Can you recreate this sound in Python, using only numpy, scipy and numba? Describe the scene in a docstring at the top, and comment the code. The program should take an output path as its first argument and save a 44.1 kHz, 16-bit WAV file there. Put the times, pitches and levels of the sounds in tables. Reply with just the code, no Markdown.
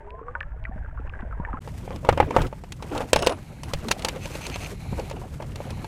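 """Under water, then on a boat deck

A sealed microphone under water hears a dull surge (filtered noise), gurgling (sparse slips), a whistling air pocket
(noise in climbing resonances) and bubbles (short rising rings); ticks and thumps hit its housing. After a short
break it sits on the deck of a small boat in a calm: bare feet scuff (stick-slip noise), feet and tackle knock the
hollow hull (pushes into fading modes), a fishing reel clicks and whirrs (resonant noise, metal modes) and water
rocks the hull (low noise).
"""
import sys
import numpy as np
from scipy import signal
from scipy.fft import rfft, irfft, next_fast_len
from scipy.io import wavfile
from scipy.ndimage import uniform_filter1d
from numba import njit

SR = 44100
rng = np.random.default_rng(int(sys.argv[2]) if len(sys.argv) > 2 else 0)


def volts(x):
    """Linear amplitude factor 10**(x/20) for a level x in dB, scalar or array-like."""
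    e = np.asarray(x, float) / 20
    return 10 ** e


def generate_wav(signal):
    """Clip the signal to [-1, 1] and save it as 16-bit WAV at the path in sys.argv[1]."""
    frames = np.transpose(np.atleast_2d(signal))
    scaled = np.clip(frames, -1, 1) * 32767
    pcm = np.round(scaled).astype(np.int16)
    wavfile.write(sys.argv[1], SR, pcm)


N = 259256

# Blows on the hull: start_s, hull_peak_db, edge_db (bright edge)
KNOCKS = [(1.675, -26, -53), (1.877, -24, -79), (1.906, -22, -54), (1.96, -31, -45.5),
          (2.048, -18.5, -45.5), (2.089, 3.5, -27.5), (2.126, -11.5, -40), (2.175, -8.5, -38.5),
          (2.201, 1.5, -34), (2.226, -12, -68), (2.307, -11, -43.5), (2.364, 3, -32), (2.384, -10, -71),
          (2.417, -19.5, -32.5), (2.467, -44, -41.5), (2.527, -19.5, -56), (2.637, -24.5, -50.5),
          (2.721, -39, -33.5), (2.824, -22.5, -39), (2.95, -23, -42), (2.977, -18.5, -32),
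          (3.005, -12.5, -42), (3.016, -18, -44), (3.131, -2, -13), (3.16, -1.5, -20.5),
          (3.191, -17, -34.5), (3.223, -18, -27.5), (3.264, -12.5, -25), (3.27, -2.5, -19),
          (3.294, -12, -32.5), (3.322, -19, -40), (3.633, -31.5, -34), (3.735, -16, -26), (3.884, -21, -29),
          (3.91, -15, -27.5), (3.913, -16, -17), (3.993, -26, -39), (4.022, -28, -37), (4.047, -14.5, -21),
          (4.085, -20.5, -25), (4.159, -28.5, -46), (4.256, -25.5, -36.5), (4.353, -22, -39),
          (4.386, -36, -53), (4.466, -30, -32), (4.498, -30.5, -37.5), (4.558, -21.5, -34.5),
          (4.928, -24.5, -78), (4.996, -18, -41.5), (5.098, -31, -41), (5.111, -23, -43.5),
          (5.168, -27.5, -57), (5.216, -26.5, -69), (5.401, -24, -62), (5.422, -28, -48),
          (5.557, -34, -38.5), (5.603, -20.5, -59), (5.705, -28.5, -41.5), (5.844, -23.5, -45)]
# Modes of the hollow hull: mode_hz, level_db, t60_s
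HULL_MODES = [(101, -16, 0.061), (410, -8, 0.012), (548, 1.5, 0.032), (666, -1.5, 0.032), (876, 4, 0.026),
              (1150, -4.5, 0.037)]
# Feet shifting on deck: start_s, length_s, scuff_db, scrape_db
SHUFFLES = [(1.851, 0.15, -39.5, -81), (2.03, 0.29, -33, -89), (2.3, 0.19, -25, -52),
            (2.813, 0.16, -36.5, -56), (2.906, 0.16, -24, -44.5), (3.046, 0.08, -36, -48),
            (3.116, 0.28, -29, -79), (3.631, 0.26, -40, -54.5), (3.857, 0.36, -35.5, -52),
            (4.186, 0.574, -44, -45), (4.902, 0.24, -40.5, -58), (5.13, 0.15, -47.5, -63),
            (5.39, 0.073, -31.5, -80), (5.53, 0.33, -45.5, -70)]
# Spectrum of skin scuffing the deck: freq_hz, density_db_per_hz
SCUFF_SPECTRUM = [(150, -2), (280, -6), (480, -6), (900, -13.5), (1770, -23.5), (4000, -32), (6000, -31),
                  (12000, -80)]
# Spectrum of scraping on the deck: freq_hz, density_db_per_hz
SCRAPE_SPECTRUM = [(700, 2.5), (1300, 5), (2500, 1.5), (3800, -2.5), (8000, -3), (15000, -12), (16000, -51)]
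# Line running through the reel: start_s, end_s, level_db
LINE_RUNS = [(3.33, 4.8, -57.5), (4.79, 5.12, -52), (5.3, 5.54, -71), (5.56, 5.95, -54.5)]
# Whirr resonances of the reel: centre_hz, width_hz, level_db
WHIRR_BANDS = [(790, 300, 0.5), (2290, 750, 0), (4100, 800, -4), (6400, 4300, -6.5), (10400, 3500, -9)]
# Turns of the reel handle: start_s, end_s, level_db
CRANK_TURNS = [(4.19, 4.264, -45.5), (4.286, 4.366, -45.5), (4.4, 4.47, -41), (4.507, 4.562, -37.5),
               (4.584, 4.672, -43)]
# Bands in which the gears rasp: centre_hz, width_hz, level_db
GEAR_BANDS = [(2530, 770, 2.5), (4200, 430, -8), (6260, 380, -6)]
# Modes of small metal reel parts: mode_hz, level_db, t60_s
METAL_MODES = [(2840, 8, 0.02), (3700, 0, 0.032), (5390, 2, 0.02), (6450, -6, 0.04), (8260, -10, 0.06),
               (9790, -8, 0.2)]
# Strikes on the metal parts: start_s, level_db
METAL_HITS = [(2.721, -41), (3.134, -33), (3.163, -39), (3.189, -40), (3.228, -37), (3.272, -33),
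              (3.297, -41), (3.633, -43)]
# Loose parts chattering between blows: start_s, end_s, level_db
CHATTER_SPELLS = [(3.135, 3.345, -44)]
# Wavelets slapping the hull: start_s, peak_db
SLAPS = [(4.926, -13)]
# Late booms of heavy steps: start_s, level_db
BOOMS = [(2.094, -21.5), (2.207, -21.5), (2.376, -15), (2.411, -24.5), (3.136, -19.5), (3.73, -23)]
# Spectrum of a boom: freq_hz, density_db_per_hz
BOOM_SPECTRUM = [(25, 12.5), (75, 16), (150, 13), (320, -42)]
# Spectrum of water rocking the hull: freq_hz, density_db_per_hz
RUMBLE_SPECTRUM = [(15, -19), (30, 1), (86, 2.5), (150, 0.5), (275, -14.5), (500, -31.5), (1500, -88)]
# Bubble bursts: start_s, level_db, pitch_hz
BUBBLES = [(0.142, -38, 650), (0.192, -33.5, 1020), (0.214, -32, 439), (0.283, -26.5, 1143),
           (0.352, -18, 1450), (0.355, -30, 922), (0.409, -18.5, 1700), (0.431, -28, 1690),
           (0.652, -21, 1930), (0.713, -35.5, 746), (0.763, -38, 615), (0.779, -38, 1530),
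           (0.975, -34.5, 1120), (1.137, -28, 1560), (1.155, -35, 1560), (1.191, -32, 1680),
           (1.222, -32, 1520), (1.326, -28, 1276), (1.4, -28.5, 938), (1.45, -19, 1730), (1.486, -29, 886),
           (1.53, -24, 1223), (1.543, -25.5, 1035), (1.571, -26.5, 1270)]
# Resonances of the air pocket: pitch_multiple, level_db
POCKET_MODES = [(1.001, -7), (1.551, -15), (2.35, -11)]
# Spectrum of the gurgle bed: freq_hz, density_db_per_hz
GURGLE_SPECTRUM = [(150, -15), (220, -5), (520, -11.5), (910, -7.5), (1270, -20), (1600, -8), (3000, -31.5),
                   (4200, -46), (9000, -44), (13000, -87)]
# Spectrum of the surge: freq_hz, density_db_per_hz
SURGE_SPECTRUM = [(20, -1), (52, 4.5), (124, -9.5), (300, -37.5), (500, -74)]
# Grit ticking on the housing: start_s, level_db
TICKS = [(0.1054, -25.5), (0.4057, -19), (0.4285, -29), (0.64, -28), (0.6533, -29), (0.874, -41),
         (1.003, -42), (1.076, -37), (1.096, -27.5), (1.2085, -28)]
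# Slugs of water thumping the housing: start_s, level_db
THUMPS = [(0.694, -26), (0.76, -27), (0.999, -32), (1.23, -23.5), (1.399, -15.5), (1.538, -22)]

DIVE_END_S, DECK_START_S = 1.592, 1.604
# Deck
CONTACT_MS, CONTACT_SCATTER, PUSH_ROUGHNESS = 2.3, 0.15, 0.015
CRACK_DB, CRACK_PER_HULL_DB, CRACK_PER_EDGE_DB = -9, 0.25, 0.75  # the crack grows with both blow and edge
CRACK_GRAIN_DB, EDGE_GRAIN_DB = 3.5, 2.1
SHIVER_DB, SHIVER_S, SHIVER_GRAIN_DB = -16.5, 0.0095, 4  # level relative to the hull blow
SHUFFLE_IN_S, SHUFFLE_OUT_S = 0.053, 0.051
STILL_SCUFF_DB, STILL_SCRAPE_DB = -47, -54.5
RUN_IN_S, RUN_OUT_S = 0.019, 0.014
CHATTER_WIDTH_HZ, CHATTER_SWING_DB = 550, 3.5
ROCKING_DB, BOOM_PEAK_S = -34, 0.021
# Under water
BUBBLE_T60_S = 0.061  # at 1 kHz
HOUSING_HZ = 2700
POCKET_HZ, POCKET_HZ_PER_S, POCKET_FLICKER_DB = 374.7, 417, 2.5
POCKET_DB, POCKET_DB_PER_S, POCKET_GONE_S = -37, -23, 0.86
GURGLE_DB, CLOUD_FROM_S, CLOUD_DB_PER_S, SWARM_OVER_GURGLE_DB = -54, 0.67, 6, 16.5
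SURGE_START_DB, SURGE_DB, SURGE_BUILD_S = -42, -32, 0.47
TICK_HZ, TICK_WIDTH_HZ = 2520.0, 560.0
THUMP_HZ, THUMP_T60_S = 180, 0.033
SLIP_CAP = 3.2  # no slip grows beyond this many spreads
# Gain control: memory, level where it starts, share of the excess removed
HOLD_S, KNEE_DB, SQUEEZE = 0.55, -34, 0.27


def on_deck():
    """Solid contacts shake the hull over friction and the water's slow rocking."""
    return knocks() + shiver() + shuffles() + reel() + slaps() + rocking()


def knocks():
    """Each blow takes its own stretch of crack and edge noise and its own contact time."""
    out = np.zeros(N)
    crack = colour(grainy(500, CRACK_GRAIN_DB), [(1000, -21), (2700, 12.5), (4500, -3), (9000, -61)])
    edge = colour(grainy(500, EDGE_GRAIN_DB),
                  [(2500, 5.0), (4200, 6.5), (8500, -1.5), (12000, -11), (16000, -19)])
    for start_s, hull_db, edge_db in KNOCKS:
        here = np.arange(3000) + int(start_s * SR)
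        crack_db = CRACK_DB + CRACK_PER_HULL_DB * hull_db + CRACK_PER_EDGE_DB * edge_db
        contact_ms = CONTACT_MS * np.exp(CONTACT_SCATTER * rng.standard_normal())
        add(out, start_s, knock(hull_db, crack_db, edge_db, contact_ms,
                                crack.take(here, mode="wrap"), edge.take(here, mode="wrap")))
    return out


def knock(hull_db, crack_db, edge_db, contact_ms, crack, edge):
    """A rough contact of some milliseconds shakes the hull and sprays a crack of noise with a weaker tail."""
    life = 1000 * np.arange(3000) / SR / max(contact_ms, 0.3)
    touch = life * np.exp(1 - life)
    push = rng.standard_normal(len(life)) * PUSH_ROUGHNESS * touch
    push[0] = 1
    push = np.convolve(push, np.hanning(44))[:len(life)]  # a millisecond of give
    hull = signal.fftconvolve(push, ring(HULL_MODES, scatter_db=2.5, detune=0.06))[:len(life)]
    hull *= np.minimum(life / 0.8 + 0.05, 1)

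    def spray(noise, quick, tail, slow):
        """Noise that bursts quickly and fades in two slopes."""
        fade = np.exp(-life / quick) + tail * np.exp(-life / slow)
        return unit_head(noise * np.minimum(1.8 * life, 1) * fade)

    return (volts(hull_db) * hull / np.abs(hull).max() + volts(crack_db) * spray(crack, 3.2, 0.072, 3.8)
            + volts(edge_db) * spray(edge, 1.4, 0.26, 3.0))


def shiver():
    """Loose deck fittings shiver on after each blow: grainy noise that decays."""
    after, fade = np.zeros(N), np.exp(-np.arange(9000) / SR / SHIVER_S)
    for start_s, hull_db, _ in KNOCKS:
        add(after, start_s, volts(hull_db + SHIVER_DB) * fade)
    noise = colour(grainy(150, SHIVER_GRAIN_DB),
                   [(400, -9.0), (1000, 1), (2600, -6.0), (4000, -30), (9000, -72)])
    return uniform_filter1d(after, size=60) * noise


def shuffles():
    """Feet stick and slip: lumpy scuffs and bright scrapes over a faint constant bed of each."""
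    def feet(column):
        """Gain of one level column."""
        rows = [(row[0], row[0] + row[1], row[column]) for row in SHUFFLES]
        return spans(rows, SHUFFLE_IN_S, SHUFFLE_OUT_S)

    scuff = colour(lumps() * volts(2.5 * walk(40)), SCUFF_SPECTRUM)
    scrape = colour(slips(3000, 0.63) * volts(2 * walk(80)), SCRAPE_SPECTRUM)
    return (volts(STILL_SCUFF_DB) + feet(2)) * scuff + (volts(STILL_SCRAPE_DB) + feet(3)) * scrape


def lumps():
    """Skin slipping on the deck: each patch of the shell rings briefly at its own pitch and moments."""
    total = np.zeros(N)
    for hz in 230 * 1.27 ** np.arange(12):
        patch = resonate(grainy(35 + hz / 20, 7), hz * (1 + 0.06 * walk(15)), hz / 6)
        total += unit(patch) * np.sqrt(hz)
    return unit(total) + 0.4 * unit(slips(900, 2.2))


def reel():
    """The line whirrs, gears rasp on each turn of the handle, small metal parts chatter and ring."""
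    out = spans(LINE_RUNS, RUN_IN_S, RUN_OUT_S) * bands(rng.standard_normal(N), WHIRR_BANDS)
    out += spans(CRANK_TURNS, 0.033, 0.0065) * bands(slips(1600, 4.9), GEAR_BANDS)
    touching = [(hz, CHATTER_WIDTH_HZ, db / 2) for hz, db, _ in METAL_MODES]  # contact widens the rings
    chatter_gain = spans(CHATTER_SPELLS, 0.0033, 0.12) * volts(CHATTER_SWING_DB * walk(70))
    out += chatter_gain * bands(slips(1400, 3.8), touching)
    for start_s, db in METAL_HITS:
        rattle = rng.standard_normal(400) * np.exp(-np.arange(400) / 130) * 0.077
        metal = ring(METAL_MODES, scatter_db=6, detune=0.0023)
        add(out, start_s, volts(db) * signal.fftconvolve(rattle, metal))
    return out


def slaps():
    """A wavelet slaps the hull: one short low ring."""
    out = np.zeros(N)
    for start_s, db in SLAPS:
        add(out, start_s, -volts(db) * bubble(THUMP_HZ, THUMP_T60_S))
    return out


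def rocking():
    """Water rocks the hull all the time as low noise; a heavy step adds a late boom."""
    sway, life = np.zeros(N), np.arange(9000) / SR / BOOM_PEAK_S
    for start_s, db in BOOMS:
        add(sway, start_s, volts(db) * life * np.exp(1 - life))
    rumble = volts(ROCKING_DB) * colour(grainy(14, 1.5), RUMBLE_SPECTRUM)
    return rumble + sway * colour(rng.standard_normal(N), BOOM_SPECTRUM)


def under_water():
    """The case muffles the airborne rings of bubbles, swarm and pocket; surge, gurgle and knocks reach it directly."""
    t = np.arange(N) / SR
    # the gurgle stays and thickens in a late cloud of bubbles
    gurgle_gain = volts(GURGLE_DB + CLOUD_DB_PER_S * np.clip(t - CLOUD_FROM_S, 0, 2))
    air = gurgle_gain * volts(SWARM_OVER_GURGLE_DB) * swarm() + air_pocket() + bubbles()
    muffled = signal.sosfilt(signal.butter(6, HOUSING_HZ, fs=SR, output="sos"), air)
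    bed = colour(slips(1500, 3.2) * volts(2 * walk(40.2)), GURGLE_SPECTRUM)
    return muffled + gurgle_gain * bed + housing() + surge()


def bubbles():
    """A burst is one bubble with smaller and larger neighbours born within milliseconds."""
    out = np.zeros(N)
    for start_s, db, hz in BUBBLES:
        t60 = BUBBLE_T60_S * min(1e3 / hz, 1.3) ** 2  # small, high bubbles die much sooner
        add(out, start_s, volts(db) * bubble(hz, t60))
        for pitch, late in rng.random((3, 2)):
            add(out, start_s + 0.0034 * late, volts(db - 16) * bubble(hz * (0.6 + 0.7 * pitch), 1.8 * t60))
    return out


def bubble(hz, t60, glide=0.032):
    """A short ring that rises a little as it fades."""
    t = np.arange(2600) / SR
    fade = np.exp(-np.log(1000) * t / max(t60, 0.004))
    phase = 2 * np.pi * hz * np.cumsum(1 + glide * (1 - fade)) / SR
    return np.sin(phase) * fade * (1 - np.exp(-t / 0.00009))


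def swarm():
    """Small bubbles of random pitch, size and life, denser towards the end of the dive."""
    out = np.zeros(N)
    for when, pitch, size, life in rng.random((220, 4)):
        sound = bubble(420 * 4.2 ** pitch, 0.0074 + 0.049 * life, glide=0.046)
        add(out, when ** 0.7 * DIVE_END_S, volts(-18 * size) * sound)
    return out


def air_pocket():
    """The air pocket shrinks: its resonances climb as it fades."""
    t = np.arange(N) / SR
    pitch_hz = POCKET_HZ + POCKET_HZ_PER_S * np.minimum(t, 1)
    gain = volts(POCKET_DB + POCKET_DB_PER_S * t) * np.clip((POCKET_GONE_S - t) / 0.044, 0, 1)
    whistle = np.zeros(N)
    for k, db in POCKET_MODES:
        once = resonate(grainy(31, POCKET_FLICKER_DB), k * pitch_hz, 35.0)
        whistle += volts(db) * unit(resonate(once, k * pitch_hz, 33.0))
    return gain * whistle


def housing():
    """Dry ticks and dull thumps on the case: resonant noise grains and low rings."""
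    ticks, thumps = np.full(N, 1e-18), np.zeros(N)
    for start_s, db in TICKS:
        add(ticks, start_s, volts(db) * rng.standard_normal(60) * np.exp(-np.arange(60) / 25))
    for start_s, db in THUMPS:
        hz = THUMP_HZ * (1 + 0.25 * rng.standard_normal())
        add(thumps, start_s, volts(db) * bubble(hz, THUMP_T60_S))
    centre = np.full(N, TICK_HZ)
    return 3.3 * resonate(resonate(ticks, centre, TICK_WIDTH_HZ), centre, TICK_WIDTH_HZ) + thumps


def surge():
    """Low noise on the housing that builds as the housing starts to move."""
    t = np.arange(N) / SR
    level_db = SURGE_DB + (SURGE_START_DB - SURGE_DB) * np.exp(-(t / SURGE_BUILD_S) ** 2)
    return volts(level_db) * colour(grainy(21, 1), SURGE_SPECTRUM)


def ring(modes, scatter_db, detune):
    """Fading modes; every blow lands elsewhere, so strengths and pitches differ."""
    t = np.arange(3000) / SR
    hz, db, t60 = np.transpose(modes)[:, :, None]
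    a, b = rng.standard_normal((2, len(modes), 1))
    tones = np.sin(2 * np.pi * hz * (1 + detune * b) * t) * np.exp(-np.log(1000) * t / t60)
    return np.sum(volts(db + scatter_db * a) * tones, axis=0)


def slips(rate, spread_db):
    """Stick and slip: scattered clicks of very uneven size over a little friction noise."""
    when = rng.random(N) < rate / SR
    size = np.minimum(rng.exponential(size=N), SLIP_CAP)
    return rng.standard_normal(N) * (0.24 + when * volts(spread_db * size))


def grainy(rate, depth_db):
    """Noise whose strength jumps about, as from many small slips."""
    return rng.standard_normal(N) * volts(depth_db * walk(rate))


def walk(rate):
    """Random levels held 1 / rate s and slewed twice; spread near 1."""
    k = int(SR / rate)
    steps = np.repeat(rng.standard_normal(N // k + 1), k)
    return 1.3 * uniform_filter1d(uniform_filter1d(steps, k), k)[:N]


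@njit
def resonate(x, hz, width):
    """Band-pass whose centre moves."""
    y, b, l = np.empty(len(x)), 0., 0.
    for i in range(len(x)):
        g, k = np.tan(np.pi * hz[i] / SR), width / hz[i]
        v = (b + g * (x[i] - l)) / (1 + g * (g + k))
        b, l, y[i] = 2 * v - b, l + 2 * g * v, k * v
    return y


def bands(x, table):
    """Sound that keeps to a few steep (Hz, width Hz, dB) resonances."""
    out = np.zeros(N)
    for hz, width, db in table:
        centre, width = np.full(N, float(hz)), float(width)
        out += volts(db) * unit(resonate(resonate(x, centre, width), centre, width))
    return out


def colour(x, points):
    """Gives x a spectrum of (Hz, dB) points; rms 1."""
    size = next_fast_len(len(x))
    hz = np.maximum(np.fft.rfftfreq(size, 1 / SR), 1)
    at, db = np.transpose(points)
    gain = volts(np.interp(np.log(hz), np.log(at), db))
    return unit(irfft(rfft(x, size) * gain, size)[:len(x)])


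def spans(rows, rise_s, fall_s):
    """Gain of (start s, end s, dB) spells that ramp in and out."""
    t = np.arange(N) / SR
    return sum(volts(db) * np.clip(np.minimum((t - a) / rise_s, (b - t) / fall_s), 0, 1) for a, b, db in rows)


def unit(x):
    """Scales to rms 1."""
    return x / np.sqrt(np.mean(x ** 2) + 1e-30)


def unit_head(x):
    """Scales the first 10 ms to rms 1."""
    return x / np.sqrt(np.mean(x[:441] ** 2))


def add(out, start_s, sound):
    """Mixes a sound in from start_s."""
    start = int(start_s * SR)
    out[start:start + len(sound)] += sound[:N - start]


def scene():
    """Water until the break, deck after it."""
    t = np.arange(N) / SR
    wet = np.clip((DIVE_END_S - t) / 0.00097, 0, 1)
    dry = np.clip((t - DECK_START_S) / 0.017, 0, 1)
    return (wet * under_water() + dry * on_deck())[None]


def low_pass(x):
    """Removes everything above the highest recorded frequency."""
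    return signal.sosfilt(signal.butter(12, 16540, fs=SR, output="sos"), x)


def record(dry):
    """Gain control sinks after loud blows and creeps back; peaks clip at full scale."""
    keep = np.exp(-1 / (HOLD_S * SR))
    power = signal.lfilter([1 - keep], [1, -keep], dry ** 2)
    held = dry * (1 + power / volts(2 * KNEE_DB)) ** (-SQUEEZE / 2)
    return low_pass(np.clip(held, -1, 1))


dry = scene()
out = record(dry)
generate_wav(out)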